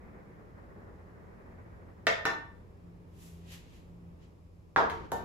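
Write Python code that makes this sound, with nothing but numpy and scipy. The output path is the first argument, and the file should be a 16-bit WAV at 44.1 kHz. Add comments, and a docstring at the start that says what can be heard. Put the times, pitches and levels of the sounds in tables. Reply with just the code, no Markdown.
"""Hot caramel seethes softly from saucepan to metal mould in a kitchen: coloured noise, fluttering, thinning out.
An appliance hums (two drifting sines) over rumble and hiss (steady noise).
The pan's rim knocks the mould twice: noise bursts and decaying modes, answered by hard walls (noise echoes).
Soles shuffle on the floor: noise strokes. The pan lands, rocking, on a stone counter and its base rubs."""
import sys
import numpy as np
from scipy import signal
from scipy.fft import rfft, irfft, next_fast_len
from scipy.io import wavfile
from scipy.ndimage import uniform_filter1d, map_coordinates

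SR = 44100
rng = np.random.default_rng(int(sys.argv[2]) if len(sys.argv) > 2 else 0)


def wav_record(signal):
    """Record a signal, one row per channel, as 16-bit PCM in the file named by sys.argv[1]."""
    frames = np.transpose(np.atleast_2d(signal))
    bounded = np.clip(frames, -1, 1)
    # unit amplitude maps onto the largest positive 16-bit level
    quanta = np.round(bounded * 32767).astype(np.int16)
    wavfile.write(sys.argv[1], SR, quanta)


N = 231436

# Spectra are relative: each sound is normalised, then set to its own level.
# seething syrup: freq_hz, density_db_per_hz
SEETHE_SPECTRUM = [(140, -16), (195, 12.5), (260, 1), (350, 5), (480, 4.5), (700, -1), (1100, -3),
                   (1450, -6), (1900, -6.5), (2300, -19.5), (2900, -31.5), (6000, -44)]
# finest bubbles: freq_hz, density_db_per_hz
FIZZ_SPECTRUM = [(1200, -32.5), (1700, -6), (2200, 1), (2450, -3.5), (2900, -25.5), (6000, -45.5)]
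# surges of fine bubbling: full_s, hold_s, level_db
FIZZ_SURGES = [(0.026, 0.264, -73), (1.44, .2, -74.5)]
# room rumble: freq_hz, density_db_per_hz
RUMBLE_SPECTRUM = [(20, -20.5), (32, -15.5), (45, -5.5), (65, -8), (105, -6.5), (140, -12), (230, -17.5),
                   (430, -18.5), (700, -28.5), (1150, -31), (1500, -39.5), (2400, -41), (3200, -50),
                   (6000, -62.5)]
# faint hiss: freq_hz, density_db_per_hz
HISS_SPECTRUM = [(500, -34.5), (2500, 0), (4800, -1.5), (5200, 1.5), (5700, -3), (8500, -2), (12000, -6.5),
                 (13800, -14), (15000, -29.5)]
# swells of the motor hum's octave: full_s, hold_s, level_db
OCTAVE_SWELLS = [(2.865, 0.074, -53.5), (3.246, 0.3, -54), (3.923, 0.18, -53.5)]
# pan rim on mould: time_s, knock_db, contact_edge_hz, pan_db, clack_db, snap_db, thud_db, mould_db
CLINK_HITS = [(2.0689, -2, 2900, -13.5, -3, -28, -15.5, 3.5), (2.2536, -2, 2180, -1, -13, -26, -17, -2.5)]
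# pan on counter: time_s, knock_db, contact_edge_hz, pan_db, clack_db, snap_db, thud_db
LANDING_HITS = [(4.7619, 4, 1740, -0.5, -13, -41, -12), (4.773, -16.5, 1010, -0.5, -16, -47, -12.5),
                (4.787, -2.5, 1310, -20, -20, -52, -19), (4.803, -2.5, 1180, -5, -20, -54, -16),
                (4.838, -9, 1610, -29, -37, -66, -25), (4.899, -18.5, 2120, -29, -19.5, -34.5, -31),
                (5.118, -17, 1670, -15, -23.5, -22, -16), (5.121, -9.5, 930, -10, -41, -43, -18)]
# saucepan modes: freq_hz, relative_energy_db, t60_s
PAN_MODES = [(286, -14, .12), (451, -3, .12), (655, -16, .08), (752, -14, .15), (786, -10, .18),
             (850, -11, .08), (913, -3, .18), (950, -6, .14), (1000, -8, .2), (1140, -7, .16),
             (1185, -10, .2), (1372, -7, .12), (1428, -7, .16), (1497, -3, .2), (1576, -6, .2),
             (1700, -6, .06), (1798, 3, .22), (2610, -12, .34)]
# mould modes: freq_hz, relative_energy_db, t60_s
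MOULD_MODES = [(448, -8, .07), (525, -10, .08), (668, -1, .07), (1015, -8, .08), (1190, -8, .06),
               (1335, -11, .1), (1470, -11, .08), (1805, -1, .16), (1890, 0, .1), (2000, -1, .05),
               (2134, -3, .1), (2645, -6, .14), (2713, -6, .08), (2923, -10, .05), (3250, -15, .04),
               (3526, -13, .5), (4035, -13, .05), (5050, -16, .05), (5470, -16, .04), (5990, -22, .06)]
# edge on edge: freq_hz, response_db
CLACK_RESPONSE = [(400, -6.5), (1500, 5), (2900, 4.5), (3400, 6), (3900, 1.5), (4400, -2.5), (5400, -5),
                  (7500, -16.5), (11000, -26.5), (15000, -52)]
# hard point catching: freq_hz, response_db
SNAP_RESPONSE = [(2000, -7), (5000, -4), (7500, -1), (9500, -10.5), (11500, 4), (13000, -12), (16000, -18)]
# wall reverberation: freq_hz, t60_s
WALL_DECAY = [(100, 0.71), (400, 0.41), (1000, 0.47), (2800, 0.41), (7000, 0.29), (14000, 0.3)]
# wall colour: freq_hz, response_db
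WALL_RESPONSE = [(100, -8), (400, 0.5), (1000, -0.5), (3000, -3.5), (7000, 2), (14000, -4)]
# diffuse sound at two spaced ports: freq_hz, left_right_likeness (limited to -1..1)
PORT_LIKENESS = [(60, .8), (130, 0.64), (290, 0.56), (640, 0.12), (1400, -0.33), (3100, 0.076), (7000, 0.2),
                 (9200, -1.23), (10800, 0.15), (15000, .3)]
# strokes of a sole: full_speed_s, hold_s, rise_db_per_s, fall_db_per_s, scuff_db, swish_db
SOLE_STROKES = [(3.221, 0.051, 160, 81, -64.5, -61), (3.524, 0.016, 260, 161, -52.5, -56.5),
                (3.747, 0.02, 105, 129.5, -66.5, -73.5), (3.863, 0.05, 65, 63, -90, -88),
                (4.223, 0.018, 448.5, 190, -69.5, -87)]
# grainy scuff: freq_hz, density_db_per_hz
SCUFF_SPECTRUM = [(600, -7), (1400, -2.5), (1900, 3), (2300, 2.5), (2800, 4.5), (4200, -1), (5500, -5),
                  (8000, -6.5), (11000, -34)]
# fine swish: freq_hz, density_db_per_hz
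SWISH_SPECTRUM = [(3000, -5), (6000, 7), (9000, 9), (12000, 6.5), (14500, -1), (16000, -19)]
# base rubbing on the counter: freq_hz, density_db_per_hz
RUB_SPECTRUM = [(25, -10), (45, -0.5), (85, 6), (130, -10), (170, -1), (230, -15), (350, -1.5), (450, -4.5),
                (600, -16), (1500, -18.5), (2500, -28), (5200, -37), (7000, -43), (14000, -60.5)]
# rubs after a landing: full_s
RUB_TIMES = [4.785, 5.125]

POUR_START_DB, COOLING_DB_PER_S = -55.5, 0.25  # the running syrup slowly calms
THINNING_START_S, THINNING_DB_PER_S = 1.6, 10  # then the stream thins out
SURGE_SLOPE_DB_PER_S = 33  # rise and fall
OCTAVE_RISE_DB_PER_S, OCTAVE_FALL_DB_PER_S = 171.5, 105
RUMBLE_DB, LULL_START_S, LULL_FADE_S, LULL_CHANGE_DB = -53.5, 4.2, 0.22, -4
RUB_DB, RUB_HOLD_S, RUB_RISE_DB_PER_S, RUB_FALL_DB_PER_S = -46, 0.19, 1500, 28
BAND_LIMIT_HZ = 15800


def amp(db):
    """Decibels to gain."""
    return 10 ** (np.asarray(db) / 20)


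def unit(x):
    """Scale to rms 1."""
    return x / np.sqrt(np.mean(x ** 2) + 1e-20)


def unit_energy(x):
    """Scale each channel to energy 1."""
    return x / np.sqrt(np.sum(x ** 2, axis=-1, keepdims=True) + 1e-20)


def along(points, hz):
    """Interpolate (freq_hz, value) points on a log-frequency axis."""
    freq_hz, value = np.transpose(points)
    return np.interp(np.log(hz + 1), np.log(freq_hz + 1), value)


def wobble(knots_per_s):
    """Smooth random curve through normal random knots."""
    knots = rng.standard_normal(int(N * knots_per_s / SR) + 4)
    return map_coordinates(knots, [np.arange(N) * knots_per_s / SR])


def swell(full_s, hold_s, rise_db_per_s, fall_db_per_s):
    """Gain that rises to 1 at full_s, holds, and falls away."""
    t = np.arange(N) / SR - full_s
    rise_db = -abs(rise_db_per_s) * np.maximum(-t, 0)
    fall_db = -abs(fall_db_per_s) * np.maximum(t - hold_s, 0)
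    return amp(rise_db + fall_db)


def filtered(x, response):
    """Apply a frequency response to x."""
    size = x.shape[-1]
    padded = next_fast_len(size + SR // 4)
    hz = np.fft.rfftfreq(padded, 1 / SR)
    return irfft(rfft(x, padded) * response(hz), padded)[..., :size]


def coloured(x, spectrum):
    """Causal minimum-phase colouring: an attack stays sharp."""
    size = len(x)
    gain = amp(along(spectrum, np.fft.rfftfreq(size, 1 / SR)))
    cepstrum = irfft(np.log(gain), size)
    # fold the cepstrum onto positive time
    cepstrum[1:size // 2] *= 2
    cepstrum[size // 2 + 1:] = 0
    return irfft(rfft(x) * np.exp(rfft(cepstrum)), size)


def edge(x, hz, kind, order):
    """Causal Butterworth low-pass or high-pass."""
    sos = signal.butter(order, min(hz, SR / 2 - 1), kind, fs=SR, output="sos")
    return signal.sosfilt(sos, x)


def diffuse(spectrum, size):
    """Coloured stereo noise of rms 1, as if from all sides: mid/side balance sets channel likeness."""
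    def mid_side_response(hz):
        angle = np.arccos(np.clip(along(PORT_LIKENESS, hz), -1, 1)) / 2
        return amp(along(spectrum, hz)) * [np.cos(angle), np.sin(angle)]

    mid, side = filtered(rng.standard_normal((2, size)), mid_side_response)
    return unit(np.array([mid + side, mid - side]))


def caramel(flutter_db=1.53):
    """Hot syrup seethes while it runs, fizzes up in surges and dies away as the stream thins."""
    t = np.arange(N) / SR
    thinning_db = THINNING_DB_PER_S * np.maximum(t - THINNING_START_S, 0)
    seethe_db = POUR_START_DB - COOLING_DB_PER_S * t - thinning_db
    surge = sum(amp(level_db) * swell(full_s, hold_s, SURGE_SLOPE_DB_PER_S, SURGE_SLOPE_DB_PER_S)
                for full_s, hold_s, level_db in FIZZ_SURGES)
    seethe = amp(seethe_db) * diffuse(SEETHE_SPECTRUM, size=N)
    fizz = surge * diffuse(FIZZ_SPECTRUM, size=N)
    return amp(flutter_db * wobble(42)) * (seethe + fizz)


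def background(hum_hz=86, hum_db=-62, octave_db=-64, hiss_db=-80.5):
    """Rumble that drops late on, faint hiss, and a drifting motor hum whose octave swells and fades."""
    lull = np.clip((np.arange(N) / SR - LULL_START_S) / LULL_FADE_S, 0, 1)
    rumble = amp(RUMBLE_DB + LULL_CHANGE_DB * lull) * diffuse(RUMBLE_SPECTRUM, size=N)
    hiss = amp(hiss_db) * diffuse(HISS_SPECTRUM, size=N)

    swells = sum(amp(level_db) * swell(full_s, hold_s, OCTAVE_RISE_DB_PER_S, OCTAVE_FALL_DB_PER_S)
                 for full_s, hold_s, level_db in OCTAVE_SWELLS)
    phase = 2 * np.pi * np.cumsum(hum_hz + 0.79 * wobble(2.8)) / SR
    fundamental = amp(hum_db + 2.8 * wobble(6)) * np.sin(phase)
    octave = np.hypot(amp(octave_db), swells) * np.sin(2 * phase)
    return np.sqrt(2) * (fundamental + octave) + rumble + hiss  # sqrt(2): sine levels are rms


def contact(t, chatter, t60_s):
    """A sharp push with a brief chatter of dense, fast-dying vibration."""
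    vibration = rng.standard_normal(len(t)) * amp(-60 * t / t60_s)
    return (t == 0) + chatter * unit_energy(vibration)


def ring(modes, t, scatter_db):
    """Decaying sine modes, with new random strengths and signs for each impact."""
    hz, energy_db, t60_s = np.transpose(modes)[:, :, None]
    scattered_db = energy_db + scatter_db * rng.standard_normal(hz.shape)
    strength = amp(scattered_db) * rng.choice([-1, 1], hz.shape)
    partials = unit_energy(amp(-60 * t / t60_s) * np.sin(2 * np.pi * hz * t))
    return unit_energy(np.sum(strength * partials, axis=0))


def blow(t, knock_db, contact_edge_hz, pan_db, clack_db, snap_db, thud_db):
    """One contact knocks and rings the pan; its upper edge limits the knock and the ring."""
    def soften(x):
        """Cut above the contact's upper edge."""
        return unit_energy(edge(x, contact_edge_hz, "low", order=8))

    knock_push = contact(t, chatter=0.19, t60_s=0.051)
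    knock = soften(edge(knock_push, 0.62 * contact_edge_hz, "high", order=2))
    clack = unit_energy(coloured(contact(t, chatter=1.1, t60_s=0.044), CLACK_RESPONSE))
    snap = unit_energy(coloured(contact(t, chatter=9, t60_s=0.02), SNAP_RESPONSE))
    low_push = edge(contact(t, chatter=0.35, t60_s=0.025), 440, "low", order=3)
    thud = unit_energy(edge(low_push, 130, "high", order=2))
    pan = soften(ring(PAN_MODES, t, scatter_db=3.0))
    impact = amp(knock_db) * knock + amp(clack_db) * clack + amp(snap_db) * snap + amp(thud_db) * thud
    return impact + amp(pan_db) * pan


def evened(x, width_hz):
    """Many paths together favour no pitch: level out the broad humps of a random echo pattern."""
    padded = next_fast_len(2 * x.shape[-1])
    z = rfft(x, padded)

    def smooth_power(hz):
        bins = max(int(hz * padded / SR), 1)
        return np.abs(uniform_filter1d(np.abs(z) ** 2, bins, axis=-1)) + 1e-12

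    levelling = np.sqrt(smooth_power(20 * width_hz) / smooth_power(width_hz))
    return irfft(z * levelling, padded)[..., :x.shape[-1]]


def kitchen(x, wet_db, early_db, early_t60_s, lag_s):
    """Direct sound reaches the right port first; the counter and then the walls answer as noise echoes."""
    t = np.arange(len(x)) / SR
    hz, frame_s, z = signal.stft(diffuse(WALL_RESPONSE, size=len(x)), SR, nperseg=256)
    decay = amp(-60 * frame_s / along(WALL_DECAY, hz)[:, None])
    tail = signal.istft(z * decay, SR, nperseg=256)[1][:, :len(x)]
    tail = unit_energy(tail * (1 - np.exp(-t / 0.0066)))

    early = diffuse(WALL_RESPONSE, size=len(x)) * amp(-60 * t / early_t60_s)
    early = unit_energy(early * (1 - np.exp(-t / 0.0011)))
    echoes = evened(amp(wet_db) * tail + amp(early_db) * early, width_hz=35)
    answer = signal.fftconvolve(x[None], echoes, axes=1)[:, :len(x)]

    # half the lag on each side: left late, right early
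    sides = np.array([[1], [-1]])
    direct = filtered(x, lambda f: np.exp(-1j * np.pi * f * lag_s * sides))
    return answer + direct


def metal():
    """The pan strikes the mould, which rings with it, and then the counter; the kitchen answers each blow."""
    out = np.zeros((2, N + 2 * SR))
    t = np.arange(SR) / SR
    hits = []
    for time_s, *settings, mould_db in CLINK_HITS:
        mould = amp(mould_db) * ring(MOULD_MODES, t, scatter_db=3.0)
        hits.append((time_s, blow(t, *settings) + mould))
    for time_s, *settings in LANDING_HITS:
        hits.append((time_s, blow(t, *settings)))
    for time_s, sound in hits:
        start = round(time_s * SR)
        out[:, start:start + SR] += kitchen(sound, wet_db=0.78, early_db=-1.0, early_t60_s=0.14, lag_s=.00008)
    return out[:, :N]


def shuffle(grain_db=0.5, swish_power=1.36):
    """Soles slide over the floor: a grainy scuff, and a finer swish that grows faster with speed."""
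    scuff_gain, swish_gain = np.zeros((2, N))
    for full_speed_s, hold_s, rise_db_per_s, fall_db_per_s, scuff_db, swish_db in SOLE_STROKES:
        speed = swell(full_speed_s, hold_s, rise_db_per_s, fall_db_per_s)
        scuff_gain += amp(scuff_db) * speed
        swish_gain += amp(swish_db) * speed ** swish_power
    scuff = scuff_gain * diffuse(SCUFF_SPECTRUM, size=N)
    swish = swish_gain * diffuse(SWISH_SPECTRUM, size=N)
    return amp(grain_db * wobble(320)) * (scuff + swish)


def slide(grip_db=1.5):
    """The pan's base rubs unevenly over the counter while it settles."""
    rubs = [swell(full_s, RUB_HOLD_S, RUB_RISE_DB_PER_S, RUB_FALL_DB_PER_S) for full_s in RUB_TIMES]
    rubbing = np.max(rubs, axis=0)
    return amp(RUB_DB + grip_db * wobble(70)) * rubbing * diffuse(RUB_SPECTRUM, size=N)


def scene():
    """Everything that sounds in the kitchen."""
    return caramel() + background() + metal() + shuffle() + slide()


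def record(dry):
    """Nothing is kept above the band limit."""
    return filtered(dry, lambda hz: hz < BAND_LIMIT_HZ)


dry = scene()
out = record(dry)
wav_record(out)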